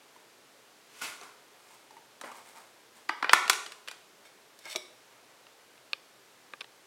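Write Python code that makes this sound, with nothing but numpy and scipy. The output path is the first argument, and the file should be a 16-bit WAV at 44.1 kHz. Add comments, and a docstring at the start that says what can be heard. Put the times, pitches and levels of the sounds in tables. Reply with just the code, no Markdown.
"""A quiet, slightly live room, where a metal tin of sweets is opened close by.
The loose lid slides onto a cloth and fingers rub the foil seal: friction, a stream of tiny slips.
Bent back, the foil buckles with loud snaps, then peels along the rim. The tin takes a knock and a few
sweets click inside it. Each impact excites damped modes; the room and the tin ring on after it."""
import sys
import numpy as np
from scipy import signal
from scipy.fft import rfft, irfft
from scipy.io import wavfile

SR = 44100
rng = np.random.default_rng(int(sys.argv[2]) if len(sys.argv) > 2 else 0)


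def materialize(psi):
    """Save the field psi as 16-bit PCM at rate SR to the path in sys.argv[1].

    A 1-D psi becomes a single channel; in a 2-D psi each row is a channel.
    """
    bounded = np.clip(np.atleast_2d(psi).T, -1, 1)
    quanta = np.round(bounded * 32767).astype(np.int16)
    wavfile.write(sys.argv[1], SR, quanta)


N = 302878

# Contacts. Each row: start in seconds, level in dB, brightness in dB per octave, extra fizz in dB,
# pitch factor.
FOIL_SNAPS = [(2.2122, -44, -5, 10, 0.73), (3.0895, -41.5, -5, 1.5, 0.96), (3.0925, -25.5, -8, -3, 0.9),
              (3.2258, -26.5, -10, 2.5, 0.78), (3.2438, -26.5, -11, -2, 1.09),
              (3.2935, -25, -1.5, -26, 1.42), (3.3319, -11, -7.5, 9, 1.034), (3.4545, -44, -3, -7, 0.64),
              (3.4785, -40.5, 2, -8, 1.32), (3.4971, -19.5, -2.5, 5, 1.06),
              (3.5305, -39.5, 3.5, -7.5, 1.23), (3.6622, -48, 2.5, -11, .91), (3.7198, -53, 4, -10.5, 1.3),
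              (3.8755, -47, 0.5, -10, 1.24), (3.8835, -43.5, 1, -6.5, 1.4), (3.9122, -48, 0.5, -2.5, 1.13),
              (4.5896, -68, 1, 9.5, 0.84)]
TIN_KNOCKS = [(1.212, -58, 0, 5, 1.1), (2.2365, -47, -8, -4, 0.86), (4.6542, -64, -0.5, 16, .92),
              (4.7512, -44.5, -10, 17, 1), (4.7592, -39.5, 4.5, -7.5, .99)]   # the lid is set down; fingers bump the tin
SOFT_TAPS = [(0.1612, -57, -9, 10, 1.08), (1.232, -56, -2, 5, 0.85), (1.9072, -54, -8.5, 14, 0.96),
             (1.967, -52.5, -7.5, 5, 1.02), (2.3155, -48.5, -7.5, 12, 1.3)]   # the lid settles; fingertips land on the metal
SWEET_TICKS = [(5.4676, -61, 1.5, -16, 1.11), (5.778, -69, 4.5, -21, 1), (5.932, -41, 9, -38, 1.01),
               (6.5358, -41.5, -7.5, -2, 1), (6.6068, -56, 5, -32, 1.19), (6.6092, -51, 8, -24.5, 0.995),
               (6.6155, -47.5, 1.5, -25, .95), (6.6435, -57, 2.5, -19, 0.75)]
# Thump, body, edge and fizz of a contact. 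Each row: lower and upper limit in Hz.
CONTACT_BANDS = [(180, 700), (700, 2300), (2300, 5200), (5200, 16000)]
# Modes. Each row: frequency in Hz at pitch factor 1, relative strength in dB, 60 dB decay time in seconds.
FOIL_MODES = [(357.2, -2.5, 0.051), (490, -3, 0.0148), (804, -10, 0.038), (947, -2, 0.031),
              (1113, -1, .028), (1284, 0, 0.03), (1406, 0.5, 0.029), (1722, -1, 0.034), (1993, -2.5, 0.022),
              (2157, 1.5, 0.024), (2680, -2.5, 0.0071), (3150, -2, .014), (3995, -4.5, 0.005),
              (5180, 0, .013), (6850, -3.5, 0.012)]
TIN_MODES = [(366, -3.5, 0.13), (448, -7, 0.077), (663, 4.5, 0.047), (873, -10, 0.04), (1210, 5.5, 0.015),
             (1590, -24, 0.085), (2300, 5, 0.032), (3400, -2, 0.025), (3950, 4, 0.013), (4420, -29, .02),
             (5670, 9, 0.011), (7660, -18, .013)]
TAP_MODES = [(408, -4, 0.034), (803, -1.5, 0.068), (908, 10, 0.043), (1190, -2, 0.02), (1900, -2, .03),
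             (2200, -10, 0.033)]
SWEET_MODES = [(530, -11, 0.036), (874, -7.5, 0.017), (1190, -2, 0.027), (1614, -3.5, 0.025),
               (2450, 4, 0.012), (2790, -2.5, 0.01), (3610, -0.5, 0.0092), (4240, -7, 0.011),
               (5390, -6, 0.012), (9200, 2.5, 0.0045)]
AFTER_RING = [(344, -1, 0.6), (424.5, 12, 0.96), (838, 3, 0.32), (927, -2.5, .5), (1060, -12.5, 1),
              (1430, -1.5, .45), (1380, -2, 0.48), (1620, -0.5, .45), (1770, 3.5, 0.54), (1874, 3, .45),
              (2181, 11, .5), (2930, 19.5, .25), (3235, 9, .42)]   # the whole tin ringing on
# Friction strokes. Each row: peak time in seconds, rise in seconds, relative level in dB of the rub
# below SPLIT_HZ, hiss above it in dB relative to the rub.
LID_SLIDE = [(1.0, 0.14, -59.5, 9.5), (1.016, 0.0052, -42, 5), (1.225, 0.063, -50.5, -5)]
FINGER_RUB = [(1.73, 0.32, -60.5, -1), (2.245, 0.026, -41.5, -12.5), (2.355, 0.05, -53.5, -3),
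              (2.475, 0.073, -56.5, -0.5), (2.57, 0.072, -52, -4), (2.96, 0.017, -60.5, 1),
              (3.315, .012, -48.5, 1), (5.13, 0.21, -63, -12.5), (5.32, 0.37, -69, -11)]
RIM_PEEL = [(4.258, 0.019, -56.5, 1.5), (4.66, 0.019, -42.5, -10.5), (4.718, 0.082, -47, 7.5)]
# Friction resonances. Each row: centre in Hz, width in Hz, gain in dB.
LID_PEAKS = [(1120, 270, -6), (1444, 100, 8), (2060, 130, 0.5), (2320, 120, 0), (2600, 140, 1)]
FINGER_PEAKS = [(533, 109, -4), (692, 55, -1.5), (880, 280, -8.5), (1567, 160, -14.5), (2167, 160, -1.5),
                (8410, 1100, -7.5)]
PEEL_PEAKS = [(615, 55, 14.4), (1615, 19, 14), (2200, 63, 13), (3650, 74, 10.6), (4350, 71, 8.4),
              (5500, 240, 5.2), (7940, 250, 3.1)]
# Spectra. Each row: frequency in Hz, relative spectral density in dB.
LID_COLOUR = [(50, -38), (110, -10), (300, -2.5), (450, -6.5), (650, -4), (1000, 3.5), (3000, -10),
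              (6000, -12), (10000, -15.5), (15500, -27)]
FINGER_COLOUR = [(60, -30), (120, -35.5), (230, 3.5), (350, -17), (900, 6), (2200, -3), (3500, -6.5),
                 (9000, -8.5), (15500, -21)]
PEEL_COLOUR = [(40, -38.5), (120, -12), (300, -24), (900, 5.5), (3000, 4.5), (6000, -1), (10000, -3.5),
               (15500, -13)]
ROOM_TONE = [(25, -28.5), (50, -28.5), (85, -26), (120, -10.5), (160, -14), (280, -8), (420, -4), (800, -7),
             (1400, -8.5), (2700, -11.5), (4250, -13.5), (8000, -18), (12900, -23), (16000, -29)]
# Reverberation. Each row: frequency in Hz, 60 dB decay time in seconds.
ROOM_T60 = [(200, 0.21), (530, 0.79), (1400, 0.5), (3700, 0.49), (9700, 0.54), (15000, 0.23)]

BODY_HZ, SHEEN_HZ = 1290, 8500   # a contact tilts above the first and thins out above the second
THUMP_FOLLOWS, MEDIUM_BLOW_DB = 0.66, -46.5   # thump gains 0.66 dB per dB beyond a medium blow
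SPLIT_HZ, CUTOFF_HZ = 2500, 16200


def foil_snaps():
    """Buckling: bent foil jumps to a new shape and releases its elastic energy as a snap."""
    return contacts(FOIL_SNAPS, FOIL_MODES, crack_db=0.5, crack_t60=0.027, rise_s=0.00022,
                    click_db=3.5, thump_db=-11, room_db=-9.5)


def tin_knocks():
    """Impact excitation: a blow sets the tin's walls vibrating in their bending modes."""
    return contacts(TIN_KNOCKS, TIN_MODES, crack_db=-5, crack_t60=0.037, rise_s=0.00026,
                    click_db=-4, thump_db=2.5, room_db=-12)


def soft_taps():
    """Compliant impact: a soft touch builds its force slowly, so the metal rings with little crack."""
    return contacts(SOFT_TAPS, TAP_MODES, crack_db=-16, crack_t60=0.026, rise_s=0.00069,
                    click_db=6, thump_db=-6.5, room_db=-5.5)


def sweet_clicks():
    """Hard impact: sweets shift and touch so briefly that high modes are excited."""
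    return contacts(SWEET_TICKS, SWEET_MODES, crack_db=-4, crack_t60=0.0067, rise_s=0.0001,
                    click_db=6, thump_db=-9, room_db=-26)


def contacts(table, modes, crack_db, crack_t60, rise_s, click_db, thump_db, room_db):
    """Impulse response: a short crack plus ringing modes. Returns the direct sound and the room's feed."""
    t = np.arange(SR // 4) / SR
    out = np.zeros((2, N + len(t)))
    centres_hz = np.sqrt(np.prod(CONTACT_BANDS, axis=1))
    octaves = np.maximum(np.log2(centres_hz / BODY_HZ), 0)
    for start_s, level_db, brightness, fizz_db, pitch in table:
        # a sharper contact lifts the treble; a harder one has relatively less thump
        low_db = thump_db - (1 - THUMP_FOLLOWS) * (level_db - MEDIUM_BLOW_DB)
        band_db = level_db + brightness * octaves + np.array([low_db, 0, 0, fizz_db])
        ring = energy_one(ringing(modes, t, pitch))
        crack = energy_one(rng.standard_normal(len(t)) * dying(t, crack_t60))
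        direct = (ring + from_db(crack_db) * crack) * (1 - np.exp(-t / rise_s))
        # summed over all directions the crack has no notches: the room receives it as a plain click
        radiated = ring + from_db(click_db) * (t == 0)
        start = int(start_s * SR)
        out[0, start:start + len(t)] += balanced(direct, band_db)
        out[1, start:start + len(t)] += from_db(room_db) * balanced(radiated, band_db)
    return out[:, :N]


def ringing(modes, t, pitch=1):
    """Modal superposition: damped sines of alternating sign, their strengths varying from blow to blow."""
    hz, db, t60 = np.transpose(modes)[:, :, None]
    strength = from_db(db + rng.standard_normal(db.shape))
    sign = (-1) ** np.arange(len(modes))[:, None]
    return np.sum(sign * strength * np.sin(2 * np.pi * hz * pitch * t) * dying(t, t60), axis=0)


def balanced(blow, band_db):
    """Band weighting: set a blow's energy in each band, expressed as rms over 10 ms."""
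    window = .01 * SR
    blow = passband(blow, SHEEN_HZ, "low", order=2)
    # neighbouring bands join with opposite signs, which keeps the attack compact
    bands = [(-1) ** k * energy_one(passband(blow, edges)) for k, edges in enumerate(CONTACT_BANDS)]
    return np.sqrt(window) * from_db(band_db) @ np.array(bands)


def friction(strokes, colour, peaks, slips_per_s, smooth_db, hold_s, release_s):
    """Stick-slip friction: tiny uneven slips over a smooth hiss drive the rubbed body's resonances."""
    slips = rng.standard_normal(N) * (rng.random(N) < slips_per_s / SR)
    smooth = from_db(smooth_db) * rng.standard_normal(N)
    drive = coloured(rms_one(slips) + smooth, colour)
    sound = drive + sum(from_db(db) * signal.lfilter(*signal.iirpeak(hz, hz / width, fs=SR), drive)
                        for hz, width, db in peaks)
    rub = hiss = 0
    for peak_s, rise_s, level_db, hiss_db in strokes:
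        pressure = from_db(level_db) * swell(peak_s, rise_s, hold_s, release_s)
        rub = np.maximum(rub, pressure)
        hiss = np.maximum(hiss, from_db(hiss_db) * pressure)
    low = rms_one(passband(sound, SPLIT_HZ, "low"))
    high = rms_one(passband(sound, SPLIT_HZ, "high"))
    return rub * low + hiss * high


def crinkle(strokes, creases_per_s, level_db, uneven_db, low_hz, hold_s, release_s):
    """Small-scale buckling: creases flip at random, in bright ticks that follow each stroke's hiss."""
    effort = sum(from_db(db + hiss_db) * swell(peak_s, rise_s, hold_s, release_s)
                 for peak_s, rise_s, db, hiss_db in strokes)
    sizes = from_db(uneven_db * np.minimum(rng.exponential(1, N), 3)) * rng.choice([-1, 1], N)
    ticks = sizes * (rng.random(N) < creases_per_s / SR)
    return from_db(level_db) * effort * rms_one(passband(ticks, [low_hz, CUTOFF_HZ], order=2))


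def swell(peak_s, rise_s, hold_s, release_s):
    """Exponential envelope: a stroke grows 20 dB in rise_s, holds, and falls 20 dB in release_s."""
    t = np.arange(N) / SR - peak_s
    decades_down = np.maximum(-t / rise_s, 0) + np.maximum((t - hold_s) / release_s, 0)
    return from_db(-20 * np.minimum(decades_down, 10))


def room(x, first_echo_s, build_s, ring_db):
    """Reverberation: a diffuse tail, each band with its own decay, joined by the tin's after-ring."""
    t = np.arange(SR) / SR
    edges = np.geomspace(100, 17000, 12)
    tail = 0
    for low, high in zip(edges, edges[1:]):
        noise = passband(rng.standard_normal(len(t)), (low, high), order=2)
        tail += noise * dying(t, at_hz(ROOM_T60, np.sqrt(low * high)))
    tail = energy_one(tail * np.clip((t - first_echo_s) / build_s, 0, 1))
    after_ring = from_db(ring_db) * energy_one(ringing(AFTER_RING, t))
    return signal.fftconvolve(x, tail + after_ring)[:N]


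def room_tone(level_db):
    """Ambient noise: a faint, steady random signal, strongest in the low middle range."""
    return from_db(level_db) * rms_one(coloured(rng.standard_normal(N), ROOM_TONE))


def coloured(x, spectrum):
    """Spectral shaping of a steady signal."""
    return irfft(rfft(x) * from_db(at_hz(spectrum, np.fft.rfftfreq(N, 1 / SR))), N)


def passband(x, edges, kind="band", order=3):
    """Causal Butterworth filter."""
    return signal.sosfilt(signal.butter(order, edges, kind, fs=SR, output="sos"), x)


def dying(t, t60):
    """Exponential decay, 60 dB down after t60."""
    return np.exp(-np.log(1000) * t / t60)


def at_hz(points, hz):
    """Interpolation on a log-frequency axis."""
    f, value = np.transpose(points)
    return np.interp(np.log(np.maximum(hz, 1)), np.log(f), value)


def from_db(db):
    """Decibels to amplitude ratio."""
    return 10 ** (np.asarray(db) / 20)


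def rms_one(x):
    """Normalisation to unit rms."""
    return x / np.sqrt(np.mean(x ** 2) + 1e-20)


def energy_one(x):
    """Normalisation to unit energy."""
    return x / np.sqrt(np.sum(x ** 2) + 1e-20)


def scene():
    """Superposition: impacts, friction strokes, their reverberation and the room tone add in one channel."""
    direct, to_room = foil_snaps() + tin_knocks() + soft_taps() + sweet_clicks()
    lid = friction(LID_SLIDE, LID_COLOUR, LID_PEAKS,
                   slips_per_s=4300, smooth_db=3, hold_s=0.024, release_s=0.14)
    finger = friction(FINGER_RUB, FINGER_COLOUR, FINGER_PEAKS,
                      slips_per_s=650, smooth_db=0, hold_s=0.0092, release_s=0.13)
    peel = friction(RIM_PEEL, PEEL_COLOUR, PEEL_PEAKS,
                    slips_per_s=1800, smooth_db=-5.5, hold_s=0.012, release_s=0.018)
    creases = crinkle(FINGER_RUB, creases_per_s=170, level_db=-10.5, uneven_db=5, low_hz=6460,
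                      hold_s=0.015, release_s=0.056)
    strokes = lid + finger + peel + creases
    echo = room(to_room + from_db(-8.5) * strokes, first_echo_s=0.0019, build_s=0.0017, ring_db=-11.5)
    return (direct + from_db(-1.5) * strokes + echo + room_tone(level_db=-59))[None]


def record(dry, lopsided=0.014):
    """Asymmetric saturation: the loudest snap overloads unevenly, adding a low thud; the top is cut."""
    bent = dry + lopsided * dry ** 2
    rounded = bent / (1 + bent ** 6) ** (1 / 6)
    return signal.sosfilt(signal.ellip(10, .2, 80, CUTOFF_HZ, fs=SR, output="sos"), rounded)


dry = scene()
out = record(dry)
materialize(out)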